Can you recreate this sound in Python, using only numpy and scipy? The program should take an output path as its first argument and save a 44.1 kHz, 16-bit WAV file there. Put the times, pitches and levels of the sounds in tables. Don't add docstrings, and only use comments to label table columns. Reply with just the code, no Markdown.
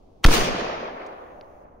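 import sys
import numpy as np
from scipy import signal
from scipy.io import wavfile
from scipy.ndimage import uniform_filter1d

SR = 44100
rng = np.random.default_rng(int(sys.argv[2]) if len(sys.argv) > 2 else 0)


def voltage_ratio(decibels):
    exponent = np.asarray(decibels, float) / 20
    return 10 ** exponent


def generate_wav(signal):
    frames = np.transpose(np.atleast_2d(signal))
    scaled = np.clip(frames, -1, 1) * 32767
    pcm = np.round(scaled).astype(np.int16)
    wavfile.write(sys.argv[1], SR, pcm)


N = 79380
TIME = np.arange(N) / SR
BLAST_S = .2522
HALF_RING = 220

# frequency in Hz, likeness from -1 to 1.
INDEPENDENT = [(20, 0), (16000, 0)]


def evened(x):
    return x / np.sqrt(np.mean(x ** 2) + 1e-20)


def read(points, hz):
    f, value = np.transpose(points)
    return np.interp(np.log(hz + 1), np.log(f + 1), value)


def over_time(points, s):
    return np.interp(s, *np.transpose(points))


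def add(mix, s, sound, pan_db=0):
    part = mix[:, round(s * SR):][:, :len(sound)]
    gain = voltage_ratio(np.minimum([[pan_db], [-pan_db]], 0))[:len(mix)]
    part += gain * sound[:part.shape[1]]


def shaped(pair, size, same, field_db, sideways=lambda hz, s: 0, left_db=lambda hz, s: 0):
    hz, s, z = signal.stft(pair, SR, nperseg=size, noverlap=size * 3 // 4)
    hz, s = hz[:, None], s[None]
    coherence = read(same, hz) - 1j * sideways(hz, s)
    coherence = coherence / np.maximum(abs(coherence), 1)
    independent = np.sqrt(abs(1 - abs(coherence) ** 2))
    tilt = voltage_ratio(left_db(hz, s) / 2)
    left = z[0] * tilt
    right = (coherence * z[0] + independent * z[1]) / tilt
    z = np.array([left, right]) * voltage_ratio(field_db(hz, s))
    return signal.istft(z, SR, nperseg=size, noverlap=size * 3 // 4)[1][:, :N]


def wavelet(hz, cycles, glide=0):
    turns = hz * np.arange(-HALF_RING, HALF_RING + 1) / SR
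    bell = np.exp(-(2 * turns / cycles) ** 2)
    return np.cos(2 * np.pi * turns * (1 + glide * turns / 2)) * bell


def gate_db(s):
    return -7 * np.clip((s - 1.63) / .03, 0, 1)


def night():
    # frequency in Hz, density in dB per Hz.
    hum = [(20, 0.5), (74, -3.5), (120, -12.5), (300, -8), (750, -13.5), (1200, -27.5), (1900, -43),
           (5000, -46.5)]
    # frequency in Hz, left-right likeness.
    same = [(60, 0.94), (130, .95), (290, 0.56), (640, 0.03), (1410, -.2), (3100, .3), (6820, .3),
            (15000, 0)]
    # time in seconds, level in dB.
    wind = [
        (0, 1.5),
        (.55, 1),
        (.66, 9.5),
        (.85, 3),
        (1.1, -2),
        (1.3, 1),
        (1.8, 1),
    ]

    def colour(hz, s):
        return read(hum, hz) + over_time(wind, s) * (hz < 90) + gate_db(s) * (hz > 1710)

    return voltage_ratio(-52.5) * evened(shaped(rng.standard_normal((2, N)), 2048, same, colour))


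def fuse():
    # frequency in Hz, density in dB per Hz.
    spectrum = [(1200, -20.5), (1800, -2.5), (3300, -1), (3800, -1.5), (6500, -6), (16000, -20.5)]
    fizz = shaped(rng.standard_normal((2, N)), 256, INDEPENDENT, lambda hz, s: read(spectrum, hz))
    return voltage_ratio(-79.5) * evened(fizz) * (TIME < BLAST_S)


def muzzle():
    # centre in seconds, peak in dB, ring in Hz, length in cycles, upward glide per cycle.
    cracks = [(.2385, -30, 2000, 2.5, 0), (.2415, -19, 2600, 1.5, 0), (.2425, -9, 2900, 2.4, 0),
              (.2431, -13, 3100, 1.5, 0), (.2436, -11, 4700, 2.5, .05), (.2443, -10, 4900, 3, 0),
              (.2441, -24, 15000, 12, 0), (.2447, -12, 2600, 1.8, -.05), (.2452, -15, 3600, 2, 0),
              (.2468, -13, 2500, .6, 0), (.2476, -2.5, 1650, 2.0, .2), (.2481, -19, 3600, 1.5, 0),
              (.2492, -17, 2000, 1.5, 0), (.2520, -3.5, 2900, .6, 0)]
    # frequency in Hz, density in dB per Hz.
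    jet = [(180, -47.5), (300, -1), (1400, -6), (2600, -12.5), (4750, -21.5), (7000, -12), (10000, -15.5),
           (16000, -14)]
    # frequency in Hz, left-right likeness.
    same = [(60, 0.85), (130, 0.93), (290, 0.45), (640, 0.97), (1410, 0.75), (3100, 1), (6820, 0.72),
            (15000, 0.16)]
    jet_s, rise_s, stop_s = 0.2445, 0.0028, .2524
    gas = evened(shaped(rng.standard_normal((2, N)), 228, same, lambda hz, s: read(jet, hz)))
    rise = np.exp(np.minimum(TIME - jet_s, 0) / rise_s)
    cutoff = np.where(TIME < stop_s, 1, voltage_ratio(-40 - 340 * (TIME - stop_s)))
    level_db = -17 - 395.5 * np.maximum(TIME - jet_s, 0)
    out = voltage_ratio(level_db) * gas * rise * cutoff
    for s, db, hz, cycles, glide in cracks:
        add(out, s - HALF_RING / SR, voltage_ratio(db) * wavelet(hz, cycles, glide))
    return out


def blast():
    # centre in seconds, level in dB, sign, channel (0 left, 1 right).
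    thumps = [
        (.400, -18, 1, 0),
        (.410, -21, 1, 1),
        (.508, -27, -1, 0),
        (.515, -28, 1, 1),
    ]
    push, length_s, capsule_limit, preamp_limit = 11.2, .026, 2.41, .78
    low_cut_hz, low_cut_q, front_s = 19.5, .52, .00012
    thump_hz, thump_cycles = 17, 1.0
    t = np.arange(SR // 4) / SR
    u = t / length_s
    pressure = -push * (1 - u) * np.exp(-u)
    wave = capsule_limit * np.tanh(pressure / capsule_limit)
    w = 2 * np.pi * low_cut_hz
    low_cut = signal.bilinear([1, 0, 0], [1, w / low_cut_q, w * w], SR)
    cut = signal.lfilter(*low_cut, wave)
    swing = preamp_limit * np.tanh(cut / preamp_limit) * (1 - np.exp(-t / front_s))
    turns = thump_hz * (t - t[-1] / 2)
    dull = np.sin(2 * np.pi * turns) * np.exp(-(2 * turns / thump_cycles) ** 2)
    out = np.zeros((2, N))
    add(out, BLAST_S, swing)
    for s, db, sign, side in thumps:
        add(out, s - t[-1] / 2, np.sign(sign) * voltage_ratio(db) * dull, 40 - 80 * round(side))
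    return out


def hiss():
    # frequency in Hz, density in dB per Hz.
    spectrum = [(2000, -13), (3600, -10.5), (5300, -9.5), (6500, -1.5), (7600, -14), (11000, -2),
                (15000, -1.5)]
    # frequency in Hz, surplus on the left in dB.
    left = [(6000, 0), (7500, 3), (10000, 1.5), (13000, 0)]
    level_db = -60 - 6.5 * (TIME - BLAST_S) + gate_db(TIME)
    thin = shaped(rng.standard_normal((2, N)), 256, INDEPENDENT,
                  lambda hz, s: read(spectrum, hz), left_db=lambda hz, s: read(left, hz))
    return thin * voltage_ratio(level_db) * (TIME > BLAST_S)


def echoes():
    # time in seconds, level in dB.
    scenery = [(.256, -26), (.262, 2), (.277, -7.5), (.305, -1.5), (.34, 2.5), (.45, 1), (.52, 0),
               (.63, 1.5), (.7, 1.5), (.78, 1.5), (.87, 2), (.95, -1.5), (1.03, 1.5), (1.17, 0), (1.26, -1),
               (1.45, -2.5), (1.65, -1), (1.8, -2)]
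    # frequency in Hz, extra share.
    treble_swing = [(120, -0.42), (280, -1.7), (700, -0.2), (2500, 0.39), (9000, 0.5)]
    # frequency in Hz, density in dB per Hz.
    spectrum = [(35, -29), (60, -13.5), (170, -2), (550, -3.5), (850, -6.5), (1150, -9.5), (5700, -17),
                (16000, -22)]
    # frequency in Hz, time to fall 60 dB in seconds.
    air = [(60, 0.35), (120, 1.1), (350, 2.235), (650, 3.75), (1500, 2.51), (3000, 1.574), (6300, 0.98),
           (8000, 0.61), (13000, 0.45)]
    # frequency in Hz, left-right likeness.
    same = [(160, .95), (450, .5), (950, -.5), (1400, -.15), (1900, .3), (2700, 0), (3800, -.2), (6000, 0)]
    # time in seconds, lean (positive left, negative right).
    bearing = [(.35, .75), (.9, .25), (1.15, -.3), (1.8, -.2)]
    # frequency in Hz, surplus on the left in dB.
    left_shine = [(6000, 0), (7200, 7), (11000, 6), (16000, 4)]
    peak_s, taps_per_s = 0.35, 16000

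    def delay(s):
        return np.maximum(s - peak_s, 0)

    taps = rng.choice([-1., 1.], (2, N)) * (rng.random((2, N)) < taps_per_s / SR)
    clumps = evened(uniform_filter1d(uniform_filter1d(rng.standard_normal(N), 300), 300))
    spread_db = 3 * np.exp(-delay(TIME) / 0.11)
    sizes = np.minimum(rng.exponential(1, (2, N)), 5) - 0.88
    taps = evened(taps * voltage_ratio(spread_db * sizes + .7 * clumps))
    draw = rng.standard_normal((N // 128 + 8, 257)).T
    patches = evened(uniform_filter1d(uniform_filter1d(draw, size=3, axis=0), size=14, axis=1))

    def colour(hz, s):
        loss_db = 60 * delay(s) / read(air, hz)
        swing_db = read(treble_swing, hz) * over_time(scenery, s)
        bass_wait_db = -14 * np.clip((.31 - s) / 0.044, 0, 1) / (1 + (hz / 350) ** 4)
        return read(spectrum, hz) - loss_db + 1.3 * patches[:, :s.shape[1]] + swing_db + bass_wait_db

    def lean(hz, s):
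        port_delay_s = .00045
        return over_time(bearing, s) * np.sin(2 * np.pi * hz * port_delay_s) * np.exp(-hz / 2000)

    def shine(hz, s):
        return read(left_shine, hz) * np.exp(-(delay(s) / .2) ** 2)

    out = shaped(taps, 512, same, colour, lean, shine)
    near_peak = (TIME > peak_s - .03) & (TIME < peak_s + .03)
    out = out / np.sqrt(np.mean(out[:, near_peak] ** 2))
    return out * voltage_ratio(-20.5 + over_time(scenery, TIME)) * (TIME > BLAST_S)


def slaps():
    # time in seconds, level in dB, length in seconds with sign, left minus right in dB,
    # share of sharp front.
    steps = [(.2524, -15, -.006, 0, 0), (.2554, -13, -.003, -20, .1), (.2614, -10, .0003, -9, 1),
             (.2621, -13, .0004, -14, 1), (.2676, -16, -.002, 3, 0), (.2843, -11, .002, -2, 0),
             (.2860, -14, -.0008, 0, 0), (.2872, -8, .002, 1, .75), (.2902, -14, .001, -4, .5),
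             (.2922, -10, -.0016, -6, 0), (.2964, -12, -.0012, -8, 0), (.3120, -9, -.0008, -8, 0),
             (.3140, -13, .0008, 0, .7), (.3162, -10, .0015, 8, .6), (.3590, -5, .0006, 1, .1),
             (.3845, -11, .001, -8, .4), (.549, -19, .002, 0, .6), (.5825, -22, .0008, 0, .9),
             (.6225, -17, .0008, 0, .8)]
    out = np.zeros((2, N))
    t = np.arange(SR // 25) / SR
    for s, db, length, pan_db, front in steps:
        rise = .00006 + .0006 * np.sqrt(s - BLAST_S)
        after = np.maximum(t - 2 * rise, 0)
        u = after / abs(length)
        sharp = front * np.exp(-(t / rise - 2) ** 2)
        drop = (1 - np.exp(-(after / rise) ** 2)) * (1 - .5 * u) * np.exp(-u)
        add(out, s - 2 * rise, np.sign(length) * voltage_ratio(db) * (sharp - drop), pan_db)
    return out


def returns():
    # centre in seconds, peak in dB, ring in Hz, left minus right in dB,
    # left lead in ms. 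First the distinct dull returns from far walls.
    far = [(0.3388, -16.5, 640.0, -6, 0.8), (0.4227, -13, 653, 6, 0.4), (0.4377, -21.5, 640, -9, 0.3),
           (0.4644, -23, 870, 7, 0.5), (0.5104, -22, 669, -5, 0.25), (0.5983, -28, 670, -15, 0.11),
           (0.6463, -23.0, 650, 0, 0.1), (0.6989, -20.5, 604, 2, 0.1), (0.7445, -30, 655, 2.0, 0.077),
           (0.8304, -24, 570, -5, 0.042), (0.8671, -28.5, 656, -4.0, -0.1),
           (0.8875, -28.0, 930, -3.0, 0.027), (0.9102, -33, 645, -2, -0.078), (1.0559, -30, 595, 4, -0.2),
           (1.1271, -39, 650.0, -4, -0.44), (1.2973, -43, 810, -3, -0.5), (1.3064, -50, 770, -5, -0.55),
           (1.3606, -52, 627, 1.0, -0.4), (1.4334, -39, 783, -4, -0.44), (1.5077, -40.5, 536, 1, 0.0),
           (1.5656, -41, 600.0, -8.0, 0.44), (1.6175, -45, 670, 0, -0.45), (1.6545, -43, 650, -12, -0.43)]
    hard = [
        (0.564, -24, 1230, -7, .1),
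        (.612, -23.5, 1290, -7, 0),
        (.645, -25.5, 1200, 5, .1),
        (.668, -23.5, 1220, 0, 0),
        (.700, -23.5, 1240, 1, 0),
        (1.018, -31, 2200, -2, 0),
    ]
    broad = [
        (.290, -17.5, 372, -3, 0),
        (0.389, -18, 426, 4, .2),
        (.472, -22.5, 335, 0, .1),
        (.549, -24.5, 280, -3.5, 0),
    ]
    out = np.zeros((2, N))
    for s, db, hz, pan_db, lead_ms in [*far, *hard, *broad]:
        knock = wavelet(hz * .88, 2.4)
        for side, sign in enumerate((1, -1)):
            start = s - HALF_RING / SR - sign * lead_ms / 2000
            add(out[side:side + 1], start, voltage_ratio(db - 2 + sign * pan_db / 2) * knock)
    return out


def sparks():
    # centre in seconds, peak in dB, ring in Hz, left minus right in dB, length in cycles.
    ticks = [
        (1.0656, -40, 5800, 2, 1.4),
        (1.0656, -40, 9000, 2, .25),
        (1.0718, -43, 6300, 2, 1.6),
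        (1.0719, -50, 9500, 2, 1),
        (1.4115, -40, 2700, -1, 2),
        (1.4117, -39, 4200, -1, 2.2),
        (1.4128, -52, 5000, -1, 2.5),
        (1.4116, -49, 11000, -1, .5),
        (1.446, -64, 4200, 0, 2.5),
    ]
    out = np.zeros((2, N))
    for s, db, hz, pan_db, cycles in ticks:
        add(out, s - HALF_RING / SR, voltage_ratio(db) * wavelet(hz, cycles), pan_db)
    return out


def scene():
    return muzzle() + blast() + slaps() + echoes() + returns() + sparks() + night() + fuse()


def top_cut(x):
    return signal.sosfilt(signal.butter(12, 16790, fs=SR, output="sos"), x)


def record(dry):
    # frequency in Hz, gain in dB.
    mic = [(6750, 0.5), (7100, -8.5), (7600, -6.5), (10400, -5.5), (12600, -11), (15400, -5)]
    # frequency in Hz, gain in dB.
    housing = [(700, 0), (870, -1), (1150, 2), (1600, -1.5), (2300, 1), (3200, 1), (3700, -.5), (4700, 1),
               (6200, 0)]
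    hz = np.linspace(0, SR / 2, 513)
    response = voltage_ratio(read(mic, hz) + read(housing, hz)) * (hz < SR / 2)
    colour = signal.firwin2(511, hz, response, fs=SR)
    edge = signal.firwin(1023, 15760, window=("kaiser", 8), fs=SR)
    mix = signal.oaconvolve(dry + hiss(), np.convolve(colour, edge)[None], "same")
    return top_cut(mix)


dry = scene()
out = record(dry)
generate_wav(out)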